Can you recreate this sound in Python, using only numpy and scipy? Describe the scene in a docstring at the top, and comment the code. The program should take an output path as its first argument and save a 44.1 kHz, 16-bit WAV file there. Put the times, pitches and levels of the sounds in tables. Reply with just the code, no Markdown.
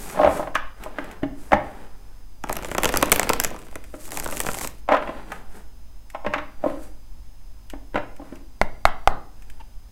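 """A deck of tarot cards is cut on a table in ringing, clacking drops and scraping slides, then riffled: ticks,
cracks and slaps over a flutter. The bridge lets go in a swish and a rush; taps on the edge square the deck.
Three knuckle knocks follow, damped deck rings with cracks and air puffs that overload the microphone;
then a fingertip squeaks. Hits are decaying modes and filtered noise, rubs are trains of tiny slips.
Throughout, a small live room answers over a low rumble, hiss, a hum and a faint wavering whine."""
import sys
import numpy as np
from scipy import signal
from scipy.fft import rfft, irfft, next_fast_len
from scipy.io import wavfile
from scipy.ndimage import map_coordinates

SR = 44100
rng = np.random.default_rng(int(sys.argv[2]) if len(sys.argv) > 2 else 0)


def to_wav(sig):
    """Store sig (one row per channel, or 1-D mono) as 16-bit WAV at the path in sys.argv[1].

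    Samples outside -1..1 are clipped; the rate is SR.
    """
    pcm = np.clip(np.atleast_2d(sig), -1, 1) * 32767
    pcm = np.round(pcm).astype(np.int16)
    wavfile.write(sys.argv[1], SR, pcm.T)  # frames by channels


N = 437031
HIT = 8192  # samples in one short sound
HIT_T = np.arange(HIT) / SR
HIT_HZ = np.fft.rfftfreq(HIT, 1 / SR)
TOP_HZ = 16100  # band limit

# All table levels are relative: each layer trims them further.
# packets landing on the table: t/s, table level/dB, table pitch f/Hz, card clack level/dB
LANDINGS = [(0.197, -9.5, 630, -58), (0.248, -12.5, 610, -30), (0.396, -17.5, 630, -39),
            (0.427, -24, 604, -37), (0.472, -24.5, 565, -38.5), (0.554, -19.5, 744, -16.5),
            (0.861, -26, 655, -55), (0.985, -22.5, 587, -27.5), (1.232, -14, 470, -32.5),
            (1.5192, -12.5, 593, -22), (1.531, -5.5, 660, -16.5), (3.939, -28.5, 500, -41.5),
            (4.888, -12.5, 735, -25), (4.921, -10.5, 696, -20), (4.945, -19, 660, -22),
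            (4.967, -40, 680, -24.5), (5.024, -29, 570, -33), (5.074, -26.5, 635, -34),
            (5.091, -23.5, 575, -38.5), (5.318, -29.5, 800, -30), (6.147, -23.5, 720, -34.5),
            (6.247, -24, 700, -39.5), (6.264, -19, 670, -27), (6.337, -22, 725, -19.5),
            (6.359, -22.5, 557, -35), (6.381, -32, 710, -27.5), (6.639, -14.5, 600, -39),
            (6.66, -12.5, 570, -43), (7.735, -28.5, 518, -44.5), (7.944, -22, 480, -33.5),
            (7.957, -17, 730, -23.5), (7.976, -19.5, 620, -30.5), (8.196, -31, 520, -57.5),
            (8.217, -32.5, 520, -59), (8.324, -28.5, 470, -52.5)]
# a loosely held packet drops card by card:
# t of the hardest/s, rise/s, fall/s, table level/dB, table pitch f/Hz, card clack level/dB
TUMBLES = [(0.245, .1, .085, -10.5, 650, -26.5), (4.925, .03, 0.05, -15, 740, -29)]
# low thuds under the heaviest landings and under two of the knuckle raps: t/s, level/dB
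THUDS = [(.248, -24.5), (1.529, -19.5), (6.265, -27.5), (7.954, -30), (8.614, -30), (9.075, -37.5)]
# ringing modes of the table top: f/Hz, level/dB, t60/s
TABLE_MODES = [(174, 19.5, 0.03), (282.3, 3.5, 0.11), (319.3, -2, 0.071), (518, -12, 0.068),
               (604.4, -2.5, 0.054), (660, -9.5, 0.047), (797, -3.5, 0.049), (919, -13.5, 0.11),
               (1052, -4, 0.06), (1268, -6, 0.064)]
# ringing modes of the low thuds: f/Hz, level/dB, t60/s
THUD_MODES = [(28, -10, 0.94), (73, -1, 0.24), (117, -14, 0.5), (153, -7, 0.13), (210, 3.5, 0.19)]
# packets sliding on the table and on each other: start t/s, length/s, scrape level/dB, swish level/dB
SLIDES = [(0.0, 0.13, -41, -42.5), (0.173, 0.051, -32, -66), (0.325, 0.049, -31.5, -42),
          (0.83, 0.017, -37.5, -56.5), (0.982, 0.15, -39, -63.5), (1.4, 0.095, -50, -55.5),
          (1.646, 0.2, -44, -62.5), (1.953, .25, -57.5, -71), (5.027, 0.17, -39.5, -62.5),
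          (5.304, 0.066, -41.5, -58), (5.552, 0.022, -44.5, -55.5), (6.669, 0.044, -38, -58.5),
          (6.827, 0.015, -49, -53.5), (8.246, 0.12, -50, -66), (9.384, 0.22, -59.5, -71)]
# the thumbs let the bent cards run: t/s, level/dB
RIFFLE_RUN = [(2.43, -55.5), (2.501, -38.5), (2.779, -40), (2.95, -32.5), (3.16, -35), (3.46, -37.5),
              (3.6, -46.5), (3.781, -52)]
# the hardest snaps, off the thumbs and then out of the bridge: t/s, level/dB, brightness/dB
SNAPS = [(2.4389, -34, -7), (2.495, -30.5, -7.5), (2.528, -34, 6.5), (2.568, -32, 2), (2.647, -34.5, -3.5),
         (2.715, -33, -4), (2.749, -29.5, -5), (2.782, -23.5, -4), (2.834, -22.5, -0.5), (2.845, -23, -1),
         (2.8555, -21, -2.5), (2.891, -28, -2), (2.94, -26, -5.5), (2.96, -27, -5), (2.972, -26.5, 8),
         (3.027, -17.5, -3.5), (3.1184, -13.5, 5.5), (3.1257, -17.5, 2), (3.16, -25, 0.5),
         (3.196, -19.5, 0), (3.231, -27.5, -0.5), (3.293, -23, 1.5), (3.3, -25, -9.5), (3.334, -26, 3),
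         (3.4002, -23.5, 5.5), (3.438, -30, 6), (3.447, -24, 3.5), (3.756, -35.5, -3), (4.119, -37, 2),
         (4.173, -30.5, 0.5), (4.199, -34.5, 5), (4.244, -41.5, 9), (4.261, -36.5, -9.5),
         (4.324, -33.5, -3), (4.37, -35.5, 3), (4.403, -25.5, 2.5), (4.466, -30, -3), (4.488, -31, -7),
         (4.544, -36.5, 0.5), (4.587, -37, 4), (4.612, -33.5, -0.5), (4.646, -34, -2.5),
         (4.674, -38.5, 8.5)]
# bright edge ticks, some alone and some with a packet's landing: t/s, level/dB
EDGE_TICKS = [(0.098, -43), (0.5507, -39.5), (0.837, -43.5), (1.043, -51), (1.113, -49), (1.529, -49),
              (3.84, -50.5), (5.32, -45.5), (6.101, -49.5), (7.7, -45.5), (8.164, -56.5), (8.356, -55),
              (9.422, -56.5), (9.5, -51.5)]
# fingertip squeak partials: f/Hz, level/dB
SQUEAK_PARTIALS = [(900, -40), (1800, -55), (2780, -50)]
# knuckle on the deck: t/s, ring level/dB, deck pitch f/Hz, crack level/dB, air puff level/dB
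RAPS = [(8.6149, -16.5, 630, -15, -11.5), (8.8536, -13.5, 965, -9.5, -10.5),
        (9.0748, -10.5, 810, -12.5, -9)]
# modes of the deck held in the hand: multiple of its pitch, level/dB, t60/s
DECK_MODES = [(0.699, -12.5, 0.023), (1, 5.5, .018), (1.351, -5.5, .012)]
# colour of a packet's clack: f/Hz, level/dB
CLACK_COLOUR = [(300, -32.5), (900, 1), (1350, 3.5), (1700, 2), (2080, -1.5), (2450, -6.5), (3000, -11),
                (3600, -16), (4400, -25.5), (5600, -29.5), (16000, -60)]
# colour of a card slapping the pile: f/Hz, level/dB
SLAP_COLOUR = [(60, -5.5), (170, -5.5), (280, -2.5), (400, -2), (560, 0.5), (1000, -2.5), (1400, -5.5),
               (2200, -25), (5000, -48)]
# colour of a card's sharp crack: f/Hz, level/dB
CRACK_COLOUR = [(600, -29), (1300, -5.5), (2000, 2), (2600, -0.5), (3300, -6), (4300, -19.5), (6000, -16),
                (16000, -52)]
# colour of a ticking card edge: f/Hz, level/dB
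EDGE_COLOUR = [(1500, -28.5), (4000, -9.5), (5200, -6), (6500, -3.5), (8100, 0), (9200, -7), (10600, -5.5),
               (11600, -4.5), (13000, -7.5), (15500, -13), (18000, -25)]
# colour of the knuckle's crack: f/Hz, level/dB
RAP_COLOUR = [(200, -8.5), (450, -12), (650, 5.5), (1200, 2.5), (1650, -0.5), (2050, 2.5), (2550, -12.5),
              (3400, -18), (4500, -19.5), (6000, -32), (10000, -28), (15500, -45.5)]
# colour of a packet scraping the table: f/Hz, level/dB
SCRAPE_COLOUR = [(80, -25), (170, -0.5), (310, -5), (420, -3), (620, -9.5), (800, -3.5), (1080, -11),
                 (1400, -9), (1950, -14), (2800, -20.5), (4200, -27.5), (9000, -54.5)]
# colour of cards fluttering past each other: f/Hz, level/dB
FLUTTER_COLOUR = [(60, 0), (160, 1), (300, 5.5), (550, -2.5), (1000, -11.5), (2050, -10), (2800, -13.5),
                  (4200, -22), (9000, -43)]
# colour of swishing card faces: f/Hz, level/dB
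SWISH_COLOUR = [(1500, -5.5), (4000, -9), (6000, -5.5), (8100, -1), (10000, -3), (12000, -5),
                (15500, -12.5), (18000, -18)]
# colour of the low rumble, and of stirred air: f/Hz, level/dB
RUMBLE_COLOUR = [(8, 10.5), (20, -10), (35, -4.5), (52, -5), (64, -20.5), (80, -24), (140, -40),
                 (300, -56.5)]
# colour of the steady hiss: f/Hz, level/dB
HISS_COLOUR = [(60, -13), (130, 0.5), (230, 6), (400, -5.5), (900, -4.5), (1500, -12.5), (3000, -15),
               (7000, -18.5), (15000, -20.5), (15600, -15), (16000, -45.5)]
# lines of the thin whine: f/Hz, level/dB
WHINE_LINES = [(5010, -70.5), (6250, -74.5)]
# reverberation time of the room: f/Hz, t60/s
ROOM_DECAY = [(100, .5), (300, 0.56), (800, 0.41), (2000, 0.39), (4000, 0.42), (8000, 0.093), (15000, 0.26)]
# tone of the room's answer: f/Hz, level/dB
ROOM_TONE = [(100, 4.5), (300, 0.5), (2100, -0.5), (2800, -0.5), (4000, -1), (8000, 1), (15000, -2.5)]

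TICK_UNDER_CLACK_DB = 31  # edges tick with the clack
TUMBLE_FADE_DB, CLACK_FADE_DB = 20.5, 23.5  # how much softer the first and last cards land, before scatter
HARD_CLACK_DB, CRACK_GROWS = -15.5, 1.0  # hard landings crack more: extra dB per dB of clack
LEAD_S, LEAD_DB = 0.009, -21  # a corner of the packet touches first
SOFT_ATTACK_S, SOFTNESS_DB = 0.0003, 17  # the attack doubles for each such step of table over clack
SLIDE_ATTACK_S, SLIDE_RELEASE_S = 0.086, 0.11  # time per 20 dB of rise or fall
SLIDE_SAG_DB_PER_S = 5.5
RIFFLE_SWISH_DB = -7  # card faces against the riffle strength
BRIDGE_START_S, BRIDGE_LENGTH_S = 4.07, 0.585
BRIDGE_ATTACK_S, BRIDGE_RELEASE_S = 0.17, 0.13  # time per 20 dB
BRIDGE_FLUTTER_DB, BRIDGE_SWISH_DB, BRIDGE_BUILD_S = -38.5, -37, 0.071
FACES_LEAD_S = 0.013  # the faces slide before the first card slips
RUSH_DB, RUSH_S = 13, 0.026  # swell of the last cards


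def table_knocks(focus_db=13):
    """A packet lands corner first: table modes ring, it clacks and cracks, edges tick; low thuds add weight."""
    out = np.zeros(N)
    clack, crack, edge = causal(CLACK_COLOUR), causal(CRACK_COLOUR), causal(EDGE_COLOUR)
    corners = [(s - LEAD_S, table_db + LEAD_DB, hz, clack_db + LEAD_DB)
               for s, table_db, hz, clack_db in LANDINGS]
    for s, table_db, pitch_hz, clack_db in LANDINGS + corners + tumbling_cards():
        top = np.zeros(HIT)
        for hz, db, t60 in TABLE_MODES:
            # the spot and the softness of the landing favour the modes near its pitch
            octaves_off = np.log2(hz / pitch_hz)
            size = amp(db - focus_db * octaves_off ** 2 + rng.normal(0, 3.4))
            top += size * rng.choice([-1, 1]) * ring(hz * (1 + rng.normal(0, 0.017)), t60)
        attack = SOFT_ATTACK_S * 2 ** ((table_db - clack_db) / SOFTNESS_DB)
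        top = amp(table_db - 3.5) * burst(top * (1 - np.exp(-HIT_T / attack)))
        cards = amp(clack_db) * contact(clack, t60=0.05, tail_db=-15.0, tail_t60=0.097)
        crack_db = clack_db - 9.5 + CRACK_GROWS * (clack_db - HARD_CLACK_DB)
        snap = amp(crack_db) * contact(crack, t60=0.03, tail_db=-13.5, tail_t60=0.061)
        tick_db = clack_db - TICK_UNDER_CLACK_DB
        tick = amp(tick_db) * contact(edge, t60=0.016, tail_db=-16.0, tail_t60=0.081)
        add(out, s, top + cards + snap + tick)
    for s, db in THUDS:
        thud = sum(amp(level) * rng.choice([-1, 1]) * ring(hz, t60) for hz, level, t60 in THUD_MODES)
        add(out, s, amp(db) * burst(thud))
    return out


def tumbling_cards(count=13, scatter=0.3, spread_db=2):
    """Cards land one after another, hardest in the middle of the drop: rows like LANDINGS."""
    rows = []
    for s, rise, fall, table_db, pitch_hz, clack_db in TUMBLES:
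        u = np.linspace(-1, 1, count) + scatter * rng.uniform(-2, 2, count) / count
        luck = spread_db * rng.standard_normal(count)
        when = s + u * np.where(u < 0, rise, fall)
        table = table_db - TUMBLE_FADE_DB * u ** 2 + luck
        clack = clack_db - CLACK_FADE_DB * u ** 2 + luck
        rows += zip(when, table, np.full(count, pitch_hz), clack)
    return rows


def slides():
    """Packets dragged over the table scrape and card faces swish; each push sags in level as it goes."""
    scrape, swish = np.zeros(N), np.zeros(N)
    for s, length, scrape_db, swish_db in SLIDES:
        push_db = envelope(s, length, SLIDE_ATTACK_S, SLIDE_RELEASE_S, SLIDE_SAG_DB_PER_S)
        push = amp(push_db.clip(-200))
        scrape += amp(scrape_db) * push
        swish += amp(swish_db) * push
    body = amp(-2.5) * scrape * friction(SCRAPE_COLOUR, rate=1500, spread_db=5, smooth=0.6)
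    return body + swish * friction(SWISH_COLOUR, rate=580, spread_db=1.5, smooth=1.3)


def riffle():
    """The two halves run off the thumbs and interleave: light snaps over rubbing cards."""
    s, db = np.transpose(RIFFLE_RUN)
    strength_db = np.interp(np.arange(N) / SR, s, db)
    strength_db += envelope(s[0], s[-1] - s[0], attack=0.015, release=1.0)
    slips = small_snaps(s[0], s[-1], strength_db, over_db=-4.0, bright_db=-4, count=60)
    bed = running_cards(strength_db - 1.1, strength_db + RIFFLE_SWISH_DB)
    return bed + card_snaps(slips, slap_tail_db=-2.5, crack_db=-3.0)


def bridge():
    """The arched deck springs flat: faces swish first, the flutter builds, the last cards rush home."""
    t = np.arange(N) / SR - BRIDGE_START_S
    flow_db = envelope(BRIDGE_START_S, BRIDGE_LENGTH_S, BRIDGE_ATTACK_S, BRIDGE_RELEASE_S)
    build_db = -8 * np.exp(-np.maximum(t, 0) / BRIDGE_BUILD_S)
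    flutter_db = BRIDGE_FLUTTER_DB + flow_db + build_db
    faces_db = envelope(BRIDGE_START_S - FACES_LEAD_S, BRIDGE_LENGTH_S + FACES_LEAD_S,
                        BRIDGE_ATTACK_S, BRIDGE_RELEASE_S)
    rush_db = RUSH_DB * np.exp(-((t - BRIDGE_LENGTH_S) / RUSH_S + 1) ** 2)
    slips = small_snaps(BRIDGE_START_S, BRIDGE_START_S + BRIDGE_LENGTH_S, flutter_db,
                        over_db=-1, bright_db=-0.5, count=44)
    bed = running_cards(flutter_db - 4.0, BRIDGE_SWISH_DB + faces_db + rush_db)
    return bed + card_snaps(slips, slap_tail_db=-12, crack_db=-10.5, bend_delay=0.00046)


def card_snaps(rows, slap_tail_db=5, crack_db=-1.5, bend_delay=0.00104):
    """Each released card ticks, cracks and slaps the pile; bright ones tick more and slap less."""
    out = np.zeros(N)
    slap, crack, edge = causal(SLAP_COLOUR), causal(CRACK_COLOUR), causal(EDGE_COLOUR)
    for s, db, bright_db in rows:
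        # bending waves are slower at low pitch, so the slap chirps downward
        delay = bend_delay * rng.uniform(0.3, 1.567)
        chirp = np.exp(-4j * np.pi * delay * np.sqrt(1000 * HIT_HZ))
        slap_hit = contact(slap * chirp, t60=0.004, tail_db=slap_tail_db, tail_t60=0.034)
        crack_hit = contact(crack, t60=0.0031, tail_db=-8.5, tail_t60=0.025)
        edge_hit = contact(edge, t60=0.0019, tail_db=-11, tail_t60=0.013)
        add(out, s, amp(db - bright_db + 0.3) * slap_hit)
        add(out, s, amp(db + crack_db) * crack_hit)
        add(out, s, amp(db + bright_db - 1.46) * edge_hit)
    return out


def small_snaps(start, end, strength_db, over_db, bright_db, count, spread_db=1.5):
    """Lighter cards slip at uneven intervals, as hard as the cards run: rows like SNAPS."""
    when = start + (end - start) * (np.arange(count) + rng.random(count)) / count
    luck = np.clip(rng.standard_normal((2, count)), -2, 1.5)
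    level = strength_db[(when * SR).astype(int)] + over_db
    return np.transpose([when, level + spread_db * luck[0], bright_db + 4.2 * luck[1]])


def running_cards(flutter_db, swish_db):
    """Between the snaps the card faces rub and flutter; the fanning cards stir the air."""
    flutter, swish = amp(np.maximum([flutter_db, swish_db], -200))
    body = amp(-1.0) * flutter * friction(FLUTTER_COLOUR, rate=400, spread_db=8.0, smooth=0.98)
    grain = friction(SWISH_COLOUR, rate=2500, spread_db=5, smooth=0.7)
    faces = amp(-7.0 + 3.7 * wobble(51)) * swish * grain
    draught = amp(8.0) * flutter * coloured(rng.standard_normal(N), RUMBLE_COLOUR)
    return body + faces + draught


def knuckle_raps(puff_hz=9, puff_t60=0.44, puff_rise=0.0014):
    """The hand damps the deck at once; air squeezed from between the cards pushes on the microphone."""
    out, puffs = np.zeros(N), np.zeros(N)
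    crack, edge = causal(RAP_COLOUR), causal(EDGE_COLOUR)
    swing = np.cos(2 * np.pi * puff_hz * HIT_T)
    push = swing * (1 - np.exp(-HIT_T / puff_rise)) * amp(-60 * HIT_T / puff_t60)
    settle = np.cos(np.linspace(0, np.pi / 2, HIT))  # brings the puff to zero at its end
    for s, ring_db, pitch_hz, crack_db, puff_db in RAPS:
        deck = sum(amp(db) * ring(k * pitch_hz, t60) for k, db, t60 in DECK_MODES)
        # one clean blow, with loose cards chattering and their edges ticking
        chatter = amp(-1.5) * contact(crack, t60=0.013, tail_db=-13, tail_t60=0.033)
        edges = amp(-30.5) * contact(edge, t60=0.0059, tail_db=-4.0, tail_t60=0.1)
        blow = burst(irfft(crack)) + chatter + edges
        add(out, s, amp(ring_db) * burst(deck) + amp(crack_db) * blow)
        add(puffs, s, amp(puff_db) * push * settle)
    return out, puffs


def edge_ticks():
    """Bright ticks of card edges, alone or with a landing: a crack and a higher edge tick together."""
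    out, crack, edge = np.zeros(N), causal(CRACK_COLOUR), causal(EDGE_COLOUR)
    for s, db in EDGE_TICKS:
        add(out, s, amp(db + 2.5) * contact(crack, t60=0.02, tail_db=-11.5, tail_t60=0.062))
        add(out, s, amp(db - 0.5) * contact(edge, t60=0.018, tail_db=-11, tail_t60=0.12))
    return out


def squeak(s=9.592, length=0.035, fall=0.13):
    """A fingertip sticks and slips on a card: rough partials, sinking in pitch as it stops."""
    u = np.linspace(0, 1, int(length * SR))
    speed = 1 + fall * (0.5 - u) + 0.69 * rng.standard_normal(len(u))
    turns = np.cumsum(speed) / SR
    tone = sum(amp(db) * np.sin(2 * np.pi * hz * turns) for hz, db in SQUEAK_PARTIALS)
    out = np.zeros(N)
    add(out, s, np.sin(np.pi * u) ** 2 * tone)
    return out


def room(x, count=4):
    """The diffuse answer of the walls: decaying noise tails, taking turns every fifth of a second."""
    hz, t, z = signal.stft(rng.standard_normal((count, SR * 3 // 4)), SR, nperseg=256)
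    decay = amp(along(ROOM_TONE, hz)[:, None] - 60 * t / along(ROOM_DECAY, hz)[:, None])
    build_up = 1 - np.exp(-t / 0.009)
    tails = signal.istft(z * decay * build_up, SR, nperseg=256)[1] / np.sqrt(SR / 30)
    turn = (np.arange(N) // (SR // 5)) % count
    return sum(signal.fftconvolve(x * (turn == k), tails[k])[:N] for k in range(count))


def background():
    """Shaped-noise rumble and hiss, a mains hum, and a thin whine whose lines waver together and jitter apart."""
    rumble = amp(-34.0) * coloured(rng.standard_normal(N), RUMBLE_COLOUR)
    hiss = amp(-58.5) * coloured(rng.standard_normal(N), HISS_COLOUR)
    hum = amp(-58.5) * unit(np.sin(2 * np.pi * 100 * np.arange(N) / SR))
    drift = 1 + 0.012 * wobble(49) + 0.024 * wobble(4.1)
    whine = np.zeros(N)
    for hz, db in WHINE_LINES:
        line_hz = hz * (drift + 0.018 * wobble(700))
        whine += amp(db) * unit(np.sin(2 * np.pi * np.cumsum(line_hz) / SR))
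    return rumble + hiss + hum + whine


def amp(db):
    """Decibels to gain."""
    return 10 ** (np.asarray(db) / 20)


def unit(x):
    """Scale to rms 1."""
    return x / np.sqrt(np.mean(x ** 2) + 1e-20)


def burst(x):
    """Scale a short sound to the energy of rms 1 over 10 ms."""
    return x / np.sqrt(np.sum(x ** 2) / (SR / 100) + 1e-20)


def along(points, hz):
    """Read (f/Hz, value) points on a log frequency axis."""
    f, v = np.transpose(points)
    return np.interp(np.log(hz + 1), np.log(f + 1), v)


def wobble(rate):
    """A smooth random curve, rate knots a second."""
    knots = rng.standard_normal(int(N * rate / SR) + 4)
    return map_coordinates(knots, [np.arange(N) * rate / SR])


def coloured(x, spectrum):
    """Filter x through a colour table, at rms 1."""
    m = next_fast_len(N + HIT)
    gain = amp(along(spectrum, np.fft.rfftfreq(m, 1 / SR)))
    return unit(irfft(rfft(x, m) * gain, m)[:N])


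def causal(spectrum):
    """Minimum-phase response of a colour table: its energy comes as early as it can."""
    cepstrum = irfft(np.log(amp(along(spectrum, HIT_HZ))))
    cepstrum[1:HIT // 2] *= 2
    cepstrum[HIT // 2 + 1:] = 0
    return np.exp(rfft(cepstrum))


def contact(response, t60, tail_db, tail_t60):
    """A rough contact and its longer after-rattle, heard through a response."""
    decay = amp(-60 * HIT_T / t60) + amp(tail_db - 60 * HIT_T / tail_t60)
    force = rng.standard_normal(HIT) * decay
    return burst(irfft(rfft(force) * response))


def ring(hz, t60):
    """One damped mode."""
    return np.sin(2 * np.pi * hz * HIT_T) * amp(-60 * HIT_T / t60)


def add(track, s, sound):
    """Mix a sound in at time s."""
    i = max(round(s * SR), 0)
    track[i:i + len(sound)] += sound[:N - i]


def friction(spectrum, rate, spread_db, smooth):
    """Many tiny slips of uneven size, rate a second, over a smooth rub."""
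    struck = rng.random(N) < rate / SR
    size = amp(spread_db * np.clip(rng.standard_normal(N), -2, 2))
    slips = struck * rng.choice([-1, 1], N) * size
    return coloured(unit(slips) + smooth * rng.standard_normal(N), spectrum)


def envelope(start, length, attack, release, sag_db=0):
    """Level in dB: a rise up to start, a hold sagging by sag_db a second, a fall; 20 dB per attack or release."""
    t = np.arange(N) / SR - start
    slopes = np.maximum(-t, 0) / attack + np.maximum(t - length, 0) / release
    return -20 * slopes - sag_db * np.clip(t, 0, length)


def scene():
    """The nearer a sound is to the microphone, the less of the room it carries."""
    on_table = table_knocks() + slides()
    in_hands = riffle() + bridge() + card_snaps(SNAPS) + edge_ticks() + squeak()
    raps, puffs = knuckle_raps()
    walls = room(amp(-5.5) * on_table + amp(-8.5) * in_hands + amp(-13) * raps)
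    return (on_table + in_hands + raps + puffs + walls + background())[None]


def record(dry):
    """Peaks beyond full scale clip; then a steep low-pass sets the band limit."""
    m = next_fast_len(N + HIT)
    low_pass = 1 / (1 + (np.fft.rfftfreq(m, 1 / SR) / TOP_HZ) ** 90)
    return irfft(rfft(np.clip(dry, -1, 1), m) * low_pass, m)[..., :N]


dry = scene()
out = record(dry)
to_wav(out)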